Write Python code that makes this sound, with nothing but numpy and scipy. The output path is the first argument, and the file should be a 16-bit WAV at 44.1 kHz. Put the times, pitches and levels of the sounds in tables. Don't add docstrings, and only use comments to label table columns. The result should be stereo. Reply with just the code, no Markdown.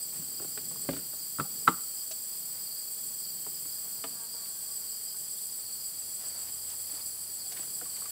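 import sys
import numpy as np
from scipy import signal
from scipy.fft import rfft, irfft, next_fast_len
from scipy.io import wavfile
from scipy.ndimage import uniform_filter1d

SR = 44100
rng = np.random.default_rng(int(sys.argv[2]) if len(sys.argv) > 2 else 0)


def ratio_of_db(decibels):
    return 10 ** (np.asarray(decibels, float) / 20)


def log_audio(samples):
    frames = np.atleast_2d(samples).T
    limited = np.clip(frames, -1, 1)
    pcm = np.round(limited * 32767).astype(np.int16)
    wavfile.write(sys.argv[1], SR, pcm)


N = 357651
T = np.arange(N) / SR
KNOCK_T = np.arange(int(.3 * SR)) / SR

# pitch_hz, level_db, fade_s (time to fall 60 dB)
TONGUE = [(1345, 0, .014), (1140, -21, .06), (1226, -22, .1), (1345, -19, .07), (1500, -28, .035),
          (835, -29, .07), (955, -31, .08), (1680, -21, .03), (1820, -26, .045), (2095, -26, .04),
          (2600, -28, .02), (3260, -27, .015), (4000, -28, .012)]
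BODY_SHUT = [(184, -1.5, 0.14), (260, 3.5, 0.073), (330, -1.5, 0.14), (455, 0.5, 0.066), (593, -10.5, .09),
             (700, -19, .06)]
BODY_SEAT = [(150, -1.5, .12), (194, -2.5, 0.22), (260, 1, .11), (380, -3.5, 0.074), (475, -6.5, 0.09),
             (566, -8, 0.14), (698, -8.5, .06), (1020, -7.5, .05)]
BODY_DROP = [(62.4, -14, 0.35), (174, -2.5, 0.18), (277, 3, 0.094), (321, 0, 0.08), (372, -1, .08),
             (466, -4.5, 0.099), (570, 6, 0.061), (700, -5, 0.055), (844, -5, 0.034), (1210, -2.5, 0.031),
             (1665, -5.5, 0.037), (2140, -8.5, 0.038)]
CLAMP = [(285, -2.5, 0.14), (463, 0.5, 0.11), (677, 3, 0.096), (825, 0, 0.078), (996, -0.5, 0.1),
         (1240, 3.5, 0.072), (1334, 2.5, 0.051), (1630, -8, .04), (1820, 4, 0.042), (2140, 1, 0.04),
         (2640, -10, 0.038), (3050, 6.5, .035), (3440, -16, .03)]


def evened(x):
    return x / np.sqrt(np.mean(x ** 2) + 1e-20)


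def columns(rows):
    s, *values = np.transpose(rows)
    return [np.interp(T, s, v) for v in values]


def noise(colour):
    f, db = np.transpose(colour)
    size = next_fast_len(N)
    hz = np.fft.rfftfreq(size, 1 / SR)
    gain = ratio_of_db(np.interp(np.log(hz + 1), np.log(f + 1), db))
    spectrum = rfft(rng.standard_normal(size)) * gain
    return evened(irfft(spectrum, size)[:N])


def drift(seconds):
    size = max(int(seconds * 1000), 1)
    steps = rng.standard_normal(N // 44 + 2)
    steps = uniform_filter1d(uniform_filter1d(steps, size), size)
    return np.interp(np.arange(N) / 44, np.arange(len(steps)), evened(steps))


def bumps(rows):
    t = np.arange(0, N / SR + .002, .002)
    swells = sum(ratio_of_db(db) * np.exp(-((t - s) / half) ** 2) for s, half, db in rows)
    return np.interp(T, t, swells)


def strokes(turns, from_hz, to_hz, length, uneven_db=1.0):
    t = np.arange(int(length * SR)) / SR
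    tone = np.sin(2 * np.pi * (from_hz * t + (to_hz - from_hz) * t ** 2 / (2 * length)))
    tone *= (t / length) ** 0.34 * (1 - t / length) ** 2.16
    starts = np.zeros(N)
    at = np.flatnonzero(np.diff(np.floor(turns)) > 0)
    starts[at] = ratio_of_db(uneven_db * rng.standard_normal(1500)[:len(at)])
    return evened(signal.oaconvolve(starts, tone)[len(t) // 3:][:N])


def foliage(x, wet_db, t60):
    t = np.arange(int(.3 * SR)) / SR
    echoes = rng.standard_normal((2, len(t))) * (rng.random((2, len(t))) < .05) * ratio_of_db(-60 * t / t60)
    stir = np.pi * 1.3 * T
    shared = x * np.array([np.sin(stir), np.cos(stir)])
    wet = signal.oaconvolve(shared, echoes, axes=1).sum(0)[:N]
    return evened(x + ratio_of_db(wet_db) * evened(wet) * np.std(x))


def ground_crickets():
    # start_s, lag_turns of the steady groups, lag_turns of the drifting group,
    # then in_step_db of the low, middle and high group
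    togetherness = [(0, .27, .2, -6, 0, 5), (1, .27, .26, -7, -1, 3), (1.6, .28, .4, -6, -7, -7),
                    (2.5, .42, .64, -6, -4, 4), (3, .33, .72, -5, -5, 3), (3.5, .3, .84, -2, -2, 0),
                    (4, .28, 1.04, -1, -1, 3), (5, .38, 1.33, 1, 1, 2), (6.2, .45, 1.61, 2.5, 3, 3),
                    (7, .4, 1.48, 2.5, 3, 0), (7.5, .38, 1.34, 2.5, 3, -1), (8.11, .37, 1.3, 1, 3, 1)]
    start_hz = [7740, 7990, 8225]
    fall_hz = (246, 272, 151)
    strays_db, in_step_db = (-50, -47, -49), (-55.5, -49.5, -53.5)
    beat = 7.4 * T
    steady, drifting, *steps = columns(togetherness)
    lags = (steady + .08, steady, drifting)
    near = far = 0
    for hz, fall, lag, db, stray_db, step_db in zip(start_hz, fall_hz, lags, steps, strays_db, in_step_db):
        on_beat = sum(
            strokes(beat - lag + late + 0.025 * drift(.06), hz + spread, hz + spread - fall, 0.055)
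            for late, spread in [(.09, -22.5), (0.01, -60), (-0.07, 18)])
        near = near + ratio_of_db(step_db + db) * evened(on_beat)
        strays = sum(
            strokes(beat + k / 6 + .08 * drift(.4), hz - spread, hz - spread - 267, .05)
            for k, spread in enumerate(rng.permutation(np.linspace(0, 170, 6))))
        far = far + ratio_of_db(stray_db - 0.22 * db) * evened(strays)
    near = np.std(near) * foliage(near, -12, .12)
    return near + np.std(far) * foliage(far, 2.5, 0.28)


def field_crickets():
    # middle_s, effort_db
    high_chirps = [(.01, 2), (.38, 0), (.56, -7), (.78, -5), (1.0, -21), (1.22, -2), (1.61, -1), (1.99, 0),
                   (2.35, -6), (2.62, -4), (2.79, 0.5), (3.0, -11), (3.23, 1), (3.56, 2), (3.75, -2),
                   (3.98, -7), (4.11, -6), (4.34, 2), (4.73, -1), (4.94, -3), (5.1, -2), (5.3, -11.5),
                   (5.5, -7), (5.83, 0), (6.25, 1), (6.63, -3), (7.02, -4), (7.42, -2), (7.74, -7),
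                   (8.05, -16)]
    # middle_s, effort_db
    low_chirps = [(.35, 1), (.57, -4), (.9, -1), (1.21, -12), (1.56, -7), (1.87, -1), (2.12, -3.5),
                  (2.35, -14), (2.72, 1), (3.29, 5.5), (3.72, 1), (4.03, -4), (4.4, 1.5), (4.92, 2),
                  (5.12, -10), (5.72, 2), (6.34, 3), (6.93, 2), (7.44, -5.5), (7.96, 3)]
    # strokes_per_s, from_hz, to_hz, level_db
    leaders = [(22.8, 5070, 4750, -52.5), (18.35, 4730, 4590, -52.5)]
    # chirps, chirp dB, murmur between chirps dB, half length s, from Hz, to Hz
    groups = [(high_chirps, -48.5, -5.5, 0.034, 5170, 4550), (low_chirps, -51, -3.5, 0.076, 4880, 4200)]
    singers = [(19.61, 6.5, 0.96), (24.45, 0.5, 1.0), (26.8, 0.5, 0.96), (20.74, -12.5, 0.9),
               (28.53, 0.5, 0.97), (22.34, -4.5, 0.93), (31.5, -9.0, 0.98), (17.88, 1, .94), (27.2, 2.0, 0.95)]
    out = 0
    for group, leader in zip(groups, leaders):
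        chirps, call_db, between_db, half, from_hz, to_hz = group
        lead_rate, lead_hz, end_hz, lead_db = leader
        murmur = ratio_of_db(between_db)
        effort = murmur + (1 - murmur) * bumps([(s, half, db) for s, db in chirps])
        song = 0
        for rate, near_db, tune in singers:
            turns = rate * T + .4 * drift(.3)
            song = song + ratio_of_db(near_db) * strokes(turns, from_hz * tune, to_hz * tune, 0.0317)
        out = out + ratio_of_db(call_db) * effort * foliage(song, -5, .25)
        lead = strokes(lead_rate * T + .2 * drift(.3), lead_hz, end_hz, .036)
        out = out + ratio_of_db(lead_db) * effort ** 1.63 * foliage(lead, -8, 0.14)
    return signal.sosfilt(signal.ellip(6, 1, 40, 5110, fs=SR, output="sos"), out)


def katydids():
    # pitch_hz, level_db per Hz
    meadow_wing = [(10500, -37), (12000, -4), (14000, -4.5), (15000, 4.5), (15700, -3.5)]
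    # pitch_hz, level_db per Hz
    cone_wing = [(8000, -12.5), (10500, 2.5), (12000, 3.5), (14500, 15.5), (16000, 4)]
    turn = (30.92 * T - .18 - .14) % 1
    meadow = evened(0.26 + turn ** 1.3) * noise(meadow_wing) * (T < 3.985)
    out = ratio_of_db(-43.5) * meadow
    for strokes_per_s, db in [(177.7, -50), (183.85, -49.5)]:
        turns = strokes_per_s * T - 0.32 * drift(0.56)
        gate = evened(np.exp(1.3 * np.cos(2 * np.pi * turns)))
        out = out + ratio_of_db(db + 1.5 * drift(0.45)) * gate * noise(cone_wing)
    return out


def far_singers():
    # pitch_hz, level_db per Hz
    haze = [(2500, -43.5), (3800, -23.5), (4200, -5.5), (5400, -8.5), (6600, -20), (7200, 2.5), (7600, 1.5),
            (8500, 4.5), (9500, 4.5), (10300, -14.5), (11500, -3), (13500, 1), (16000, -4)]
    # strokes_per_s, from_hz, to_hz, length_s, level_db
    trills = [(57.35, 3450, 3130, .009, -70), (51.7, 3250, 2950, .009, -68.5), (89, 6210, 5460, .004, -63),
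              (43.7, 8550, 8450, 0.026, -60), (43.03, 9380, 8500, 0.0174, -54),
              (41.6, 9560, 9470, .02, -59)]
    # start_s, effort_db
    warming_up = [(0, -59), (.4, -64), (1.2, -60), (1.85, -55.5), (2.2, -57.5), (4.3, -57.5), (5.2, -51),
                  (6.3, -48), (8.11, -45.5)]
    # middle_s, half_length_s, level_db
    buzzes = [(2.0, 0.9, -50.5), (3.85, 0.37, -55), (5.2, 0.7, -64), (6.3, 0.56, -48.5), (7.6, 0.81, -48.5)]
    # start_s, level_db, from_hz, to_hz, length_s
    lone_calls = [(.272, -49, 6300, 6940, .016), (1.174, -48, 6100, 7200, .028),
                  (2.83, -57, 6600, 7100, .014), (2.978, -54, 6400, 7200, .016),
                  (3.108, -53, 6200, 7230, 0.016), (3.668, -47, 6280, 6850, 0.012),
                  (1.13, -60, 3400, 4200, .035), (4.486, -53, 3900, 4600, .03),
                  (5.364, -58, 3020, 4500, 0.061), (5.505, -55, 6300, 7100, 0.014)]
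    out = ratio_of_db(-42 + 0.68 * drift(0.031)) * noise(haze)
    for rate, from_hz, to_hz, length, db in trills:
        turns = rate * T + .3 * drift(.3) + .1 * drift(.02)
        out += ratio_of_db(db) * foliage(strokes(turns, from_hz, to_hz, length), 9, 0.15)
    triller = strokes(43 * T + 0.26 * drift(.2), 9960, 9660, 0.019)
    out += ratio_of_db(columns(warming_up)[0] - 4.5) * foliage(triller, 5.1, 0.12)
    buzz = noise([(9800, -21.0), (10200, -5.0), (11200, -8.0), (12000, -9.0)])
    out += ratio_of_db(-4.5) * (ratio_of_db(-57.5) + bumps(buzzes)) * buzz
    rasp = ratio_of_db(2.5 * drift(.003))
    for s, db, from_hz, to_hz, length in lone_calls:
        t = np.arange(int(length * SR)) / SR
        start = round(s * SR)
        call = np.hanning(len(t)) * signal.chirp(t, from_hz, t[-1], to_hz)
        out[start:][:len(t)] += ratio_of_db(db) * rasp[start:][:len(t)] * call
    return out


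def far_air():
    # pitch_hz, level_db per Hz
    air = [(18, -45), (30, 0), (81, 8), (166, -19), (415, 5), (460, 6.5), (650, -3.5), (1440, -22),
           (1560, -20), (3900, -14), (5070, -26), (8580, -120)]
    return ratio_of_db(-69) * noise(air)


def handling():
    # start_s, length_s, level_db
    brushes = [(0.118, 0.056, -58), (2.515, 0.1, -65), (4.407, 0.041, -74), (6.193, 0.095, -55.5),
               (6.29, 0.21, -59), (6.657, 0.093, -58.5), (6.881, 0.134, -56.5), (7.504, 0.15, -58.5),
               (7.922, 0.19, -62.5)]
    # middle_s, half_length_s, level_db
    shuffles = [(.2, 0.038, -56), (.42, 0.4, -59), (.9, 0.2, -55.5), (.96, .04, -52), (1.62, 0.15, -57.5),
                (2.5, 0.17, -71.5), (3.5, 0.25, -64.5), (3.9, 0.087, -72.5), (3.08, 0.045, -64),
                (4.09, 0.092, -61), (6.9, .12, -85), (7.75, 0.32, -67.5)]
    # pitch_hz, level_db per Hz
    rustle_colour = [(250, -10.5), (600, -1), (1500, -4), (2800, -7.5), (7000, -7), (10000, -20)]
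    # pitch_hz, level_db per Hz
    shuffle_colour = [(50, -23), (120, -1.5), (165, 2), (230, -3.5), (420, -7.5), (800, -22)]
    brush = 0
    for s, length, db in brushes:
        shape = np.interp(T, [s, s + 0.02, s + length, s + length], [0.021, 0.63, 0.67, 0.04])
        brush = brush + ratio_of_db(db) * shape
    rustle = (ratio_of_db(-62.5) + brush) * ratio_of_db(drift(0.0052)) * noise(rustle_colour)
    shuffle = (ratio_of_db(-63.5) + bumps(shuffles)) * ratio_of_db(0.5 * drift(0.059)) * noise(shuffle_colour)
    return rustle + shuffle


def ring(modes, hz, t, tune):
    return sum(ratio_of_db(db - 60 * t / t60) * np.sin(2 * np.pi * hz * ratio * k * t)
               for (ratio, db, t60), k in zip(modes, tune))


def tick(t, low_hz, high_hz):
    band = signal.butter(2, [low_hz, high_hz], "bandpass", fs=SR, output="sos")
    crack = signal.sosfilt(band, rng.standard_normal(len(t)))
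    return crack * (ratio_of_db(-60 * t / 0.033) + ratio_of_db(-11.5 - 60 * t / 0.14))


def add_at(out, s, sound):
    out[round(s * SR):][:len(sound)] += sound


def plug_tocks():
    # start_s, level_db, pitch_hz
    tocks = [(0.194, -38, 169), (.675, -45, 175), (1.45, -45.5, 800), (2.1084, -43, 643), (7.462, -55, 735),
             (7.5194, -46.5, 726), (7.8136, -46, 733), (7.82, -44.5, 488), (7.821, -48, 310),
             (7.858, -49, 1120), (8.019, -53, 1140), (8.058, -48, 1140), (8.02, -54, 485)]
    # pitch_ratio, level_db, fade_s
    plug = [(1, 7, 0.056), (0.62, -6, .06), (2.0, -3.5, 0.04)]
    out = np.zeros(N + SR)
    for s, db, hz in tocks:
        tock = ring(plug, hz, KNOCK_T, np.ones(len(plug))) * (1 - np.exp(-KNOCK_T / 0.0053))
        add_at(out, s, ratio_of_db(db) * tock)
    return out


def lid_thuds():
    # start_s, level_db, pitch_hz
    thuds = [(0.223, -59, 283), (0.4, -51, 350), (0.419, -51.5, 410), (0.4433, -51.5, 399),
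             (0.5723, -51, 426), (0.7124, -58.5, 518), (0.7582, -60, 455), (0.8463, -57.5, 403),
             (0.918, -46, 270), (0.9297, -43, 302), (0.9678, -52, 302), (1.132, -59.5, 625),
             (1.705, -50, 260), (3.4648, -55, 448), (3.6536, -58, 337), (4.343, -62, 463),
             (6.491, -64, 211), (6.931, -59, 295), (7.5922, -59, 330), (7.631, -64, 410), (7.671, -67, 396),
             (7.98, -66, 403)]
    # pitch_ratio, level_db, fade_s
    lid = [(1, 8, 0.053), (.4, -6, 0.079), (.62, -5.5, 0.11), (1.4, 1, 0.059), (1.75, -4.5, 0.079),
           (2.1, 0.5, 0.044), (2.9, -2.5, 0.037)]
    out = np.zeros(N + SR)
    for s, db, hz in thuds:
        tune = rng.uniform(0.91, 1.03, len(lid))
        thud = ring(lid, hz, KNOCK_T, tune) * (1 - np.exp(-KNOCK_T / 0.0028))
        add_at(out, s, ratio_of_db(db + 7.0) * thud)
    return out


def latch_snaps():
    # start_s, ring_db, ring_hz, tick_db
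    snaps = [(0.224, -48, 1240, -62), (0.3987, -44, 1410, -56), (.42, -49, 1720, -56),
             (0.444, -44, 1370, -52), (0.575, -34, 1535, -43.5), (.7125, -46, 910, -61),
             (0.759, -44, 1070, -68), (.8884, -43, 1120, -41), (0.908, -54, 1450, -48),
             (0.932, -46, 2080, -46), (0.9656, -38, 1380, -50), (0.99, -45, 1350, -63),
             (1.1318, -50, 1470, -62), (1.3985, -48, 1324, -40.5), (1.6772, -40, 1336, -29.5),
             (1.683, -19.5, 900, -42), (3.4655, -39, 1010, -56), (3.6534, -50, 1210, -56),
             (4.0395, -55, 1250, -38.5), (4.342, -53, 940, -62), (5.144, -45.5, 1184, -65),
             (7.566, -53, 1790, -49), (7.572, -47, 1770, -45), (7.593, -44, 800, -49),
             (7.632, -49, 1400, -59), (7.8135, -37, 1400, -62), (7.855, -47, 1500, -53),
             (8.0207, -40.5, 1240, -66), (8.0567, -42, 1190, -69)]
    # pitch_ratio, level_db, fade_s
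    latch = [(1.018, 10, 0.0081), (0.64, -26, 0.03), (.8, -21, 0.056), (.92, -28, 0.085),
             (1.27, -13, 0.042), (1.55, -22, 0.039), (2.2, -24.5, 0.032)]
    out = np.zeros(N + SR)
    for s, db, hz, tick_db in snaps:
        tune = rng.uniform(0.94, 1.03, len(latch))
        snap = ring(latch, hz, KNOCK_T, tune) * (1 - np.exp(-KNOCK_T / .0012))
        add_at(out, s, ratio_of_db(db + 1.5) * snap + ratio_of_db(tick_db + 8.0) * tick(KNOCK_T, 1140, 4230))
    return out


def hard_blows():
    # start_s, level_db, rise_s, part struck
    hits = [(0.889, -28.5, 0.00076, BODY_DROP), (1.3859, -26.5, 0.00051, TONGUE),
            (1.388, -31, 0.0028, BODY_SEAT), (1.3979, -12, 0.0012, TONGUE),
            (1.4015, -31, 0.0028, BODY_SEAT), (1.6735, -16.5, 0.0009, TONGUE), (1.6771, 1.5, .0012, TONGUE),
            (1.6815, -26, 0.0011, BODY_SHUT), (4.0392, -41, 0.00059, CLAMP)]
    out = np.zeros(N + SR)
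    for s, db, rise, part in hits:
        blow = ring(part, 0.98, KNOCK_T, np.ones(len(part))) * (1 - np.exp(-(KNOCK_T / rise) ** 2))
        add_at(out, s, -ratio_of_db(db) * blow)
    return signal.sosfilt(signal.butter(4, 56, "highpass", fs=SR, output="sos"), out)


def clip_ticks():
    # start_s, level_db, centre_hz
    clips = [(.9335, -43, 2300), (.8955, -49, 2300), (2.1105, -44, 4600), (2.1135, -42, 4100),
             (2.1195, -44, 6200), (6.7, -44, 5700), (4.457, -51, 3200), (6.4894, -52, 3500),
             (7.521, -41, 4500), (7.9658, -45.5, 2800)]
    out = np.zeros(N + SR)
    for s, db, hz in clips:
        add_at(out, s, ratio_of_db(db + 6) * tick(KNOCK_T, hz * .55, hz * 1.7))
    return out


def box():
    small = plug_tocks() + lid_thuds() + latch_snaps() + clip_ticks()
    small = signal.sosfilt(signal.butter(3, 105, "highpass", fs=SR, output="sos"), small)
    t = KNOCK_T
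    echoes = rng.standard_normal(len(t)) * (rng.random(len(t)) < .04) * (t > .004)
    echoes *= ratio_of_db(-25 - 60 * t / 0.036) + ratio_of_db(-36 - 60 * t / 0.36)
    echoes[0] = 1
    return signal.oaconvolve(small + hard_blows(), echoes)[:N]


def fly():
    # start_s, wingbeat_hz, level_db
    flight = [(3.78, 238.4, -79), (3.85, 236.4, -69), (4.1, 233.2, -71), (4.16, 233.6, -63.5),
              (4.24, 229.5, -61.5), (4.3, 226.7, -76), (4.36, 231.7, -64.5), (4.47, 226, -71.5),
              (4.7, 225.7, -72.5), (5.2, 226, -86)]
    tones_db = [-15, -4.5, -4.5, -2.5, -1, -4, -1, -11.5]
    hz, db = columns(flight)
    turns = np.cumsum(hz * (1 + 0.00603 * drift(.02))) / SR
    hum = sum(ratio_of_db(tone_db + 3.9 * drift(0.049)) * np.sin(2 * np.pi * k * turns)
              for k, tone_db in enumerate(tones_db, 1))
    return ratio_of_db(db) * hum * (T > flight[0][0]) * (T < flight[-1][0])


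def engine_drone():
    # start_s, pitch_hz, level_db
    engine = [
        (5.4, 93.2, -73.5),
        (6, 93, -68),
        (6.7, 93, -62),
        (7.4, 93.2, -63.5),
        (8, 91.5, -67.5),
    ]
    hz, db = columns(engine)
    turns = np.cumsum(hz * (1 + 0.0079 * drift(0.25))) / SR
    return ratio_of_db(db - 2 + 1.2 * drift(0.076)) * np.sin(2 * np.pi * turns)


def scene():
    insects = ground_crickets() + field_crickets() + katydids() + far_singers()
    others = far_air() + handling() + box() + fly() + engine_drone()
    return np.tile(insects + others, (2, 1))


def band_limit(x):
    return signal.sosfilt(signal.butter(12, 16670, fs=SR, output="sos"), x)


def record(dry):
    pair = signal.sosfilt(signal.butter(2, 42, "highpass", fs=SR, output="sos"), dry)
    treble_limit = signal.firwin(1023, 15730, window=("kaiser", 9), fs=SR)
    pair = signal.oaconvolve(pair, treble_limit[None], "same")
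    mix = pair * np.clip((T[-1] - T) / 0.002, 0, 1)
    return band_limit(mix)


dry = scene()
out = record(dry)
log_audio(out)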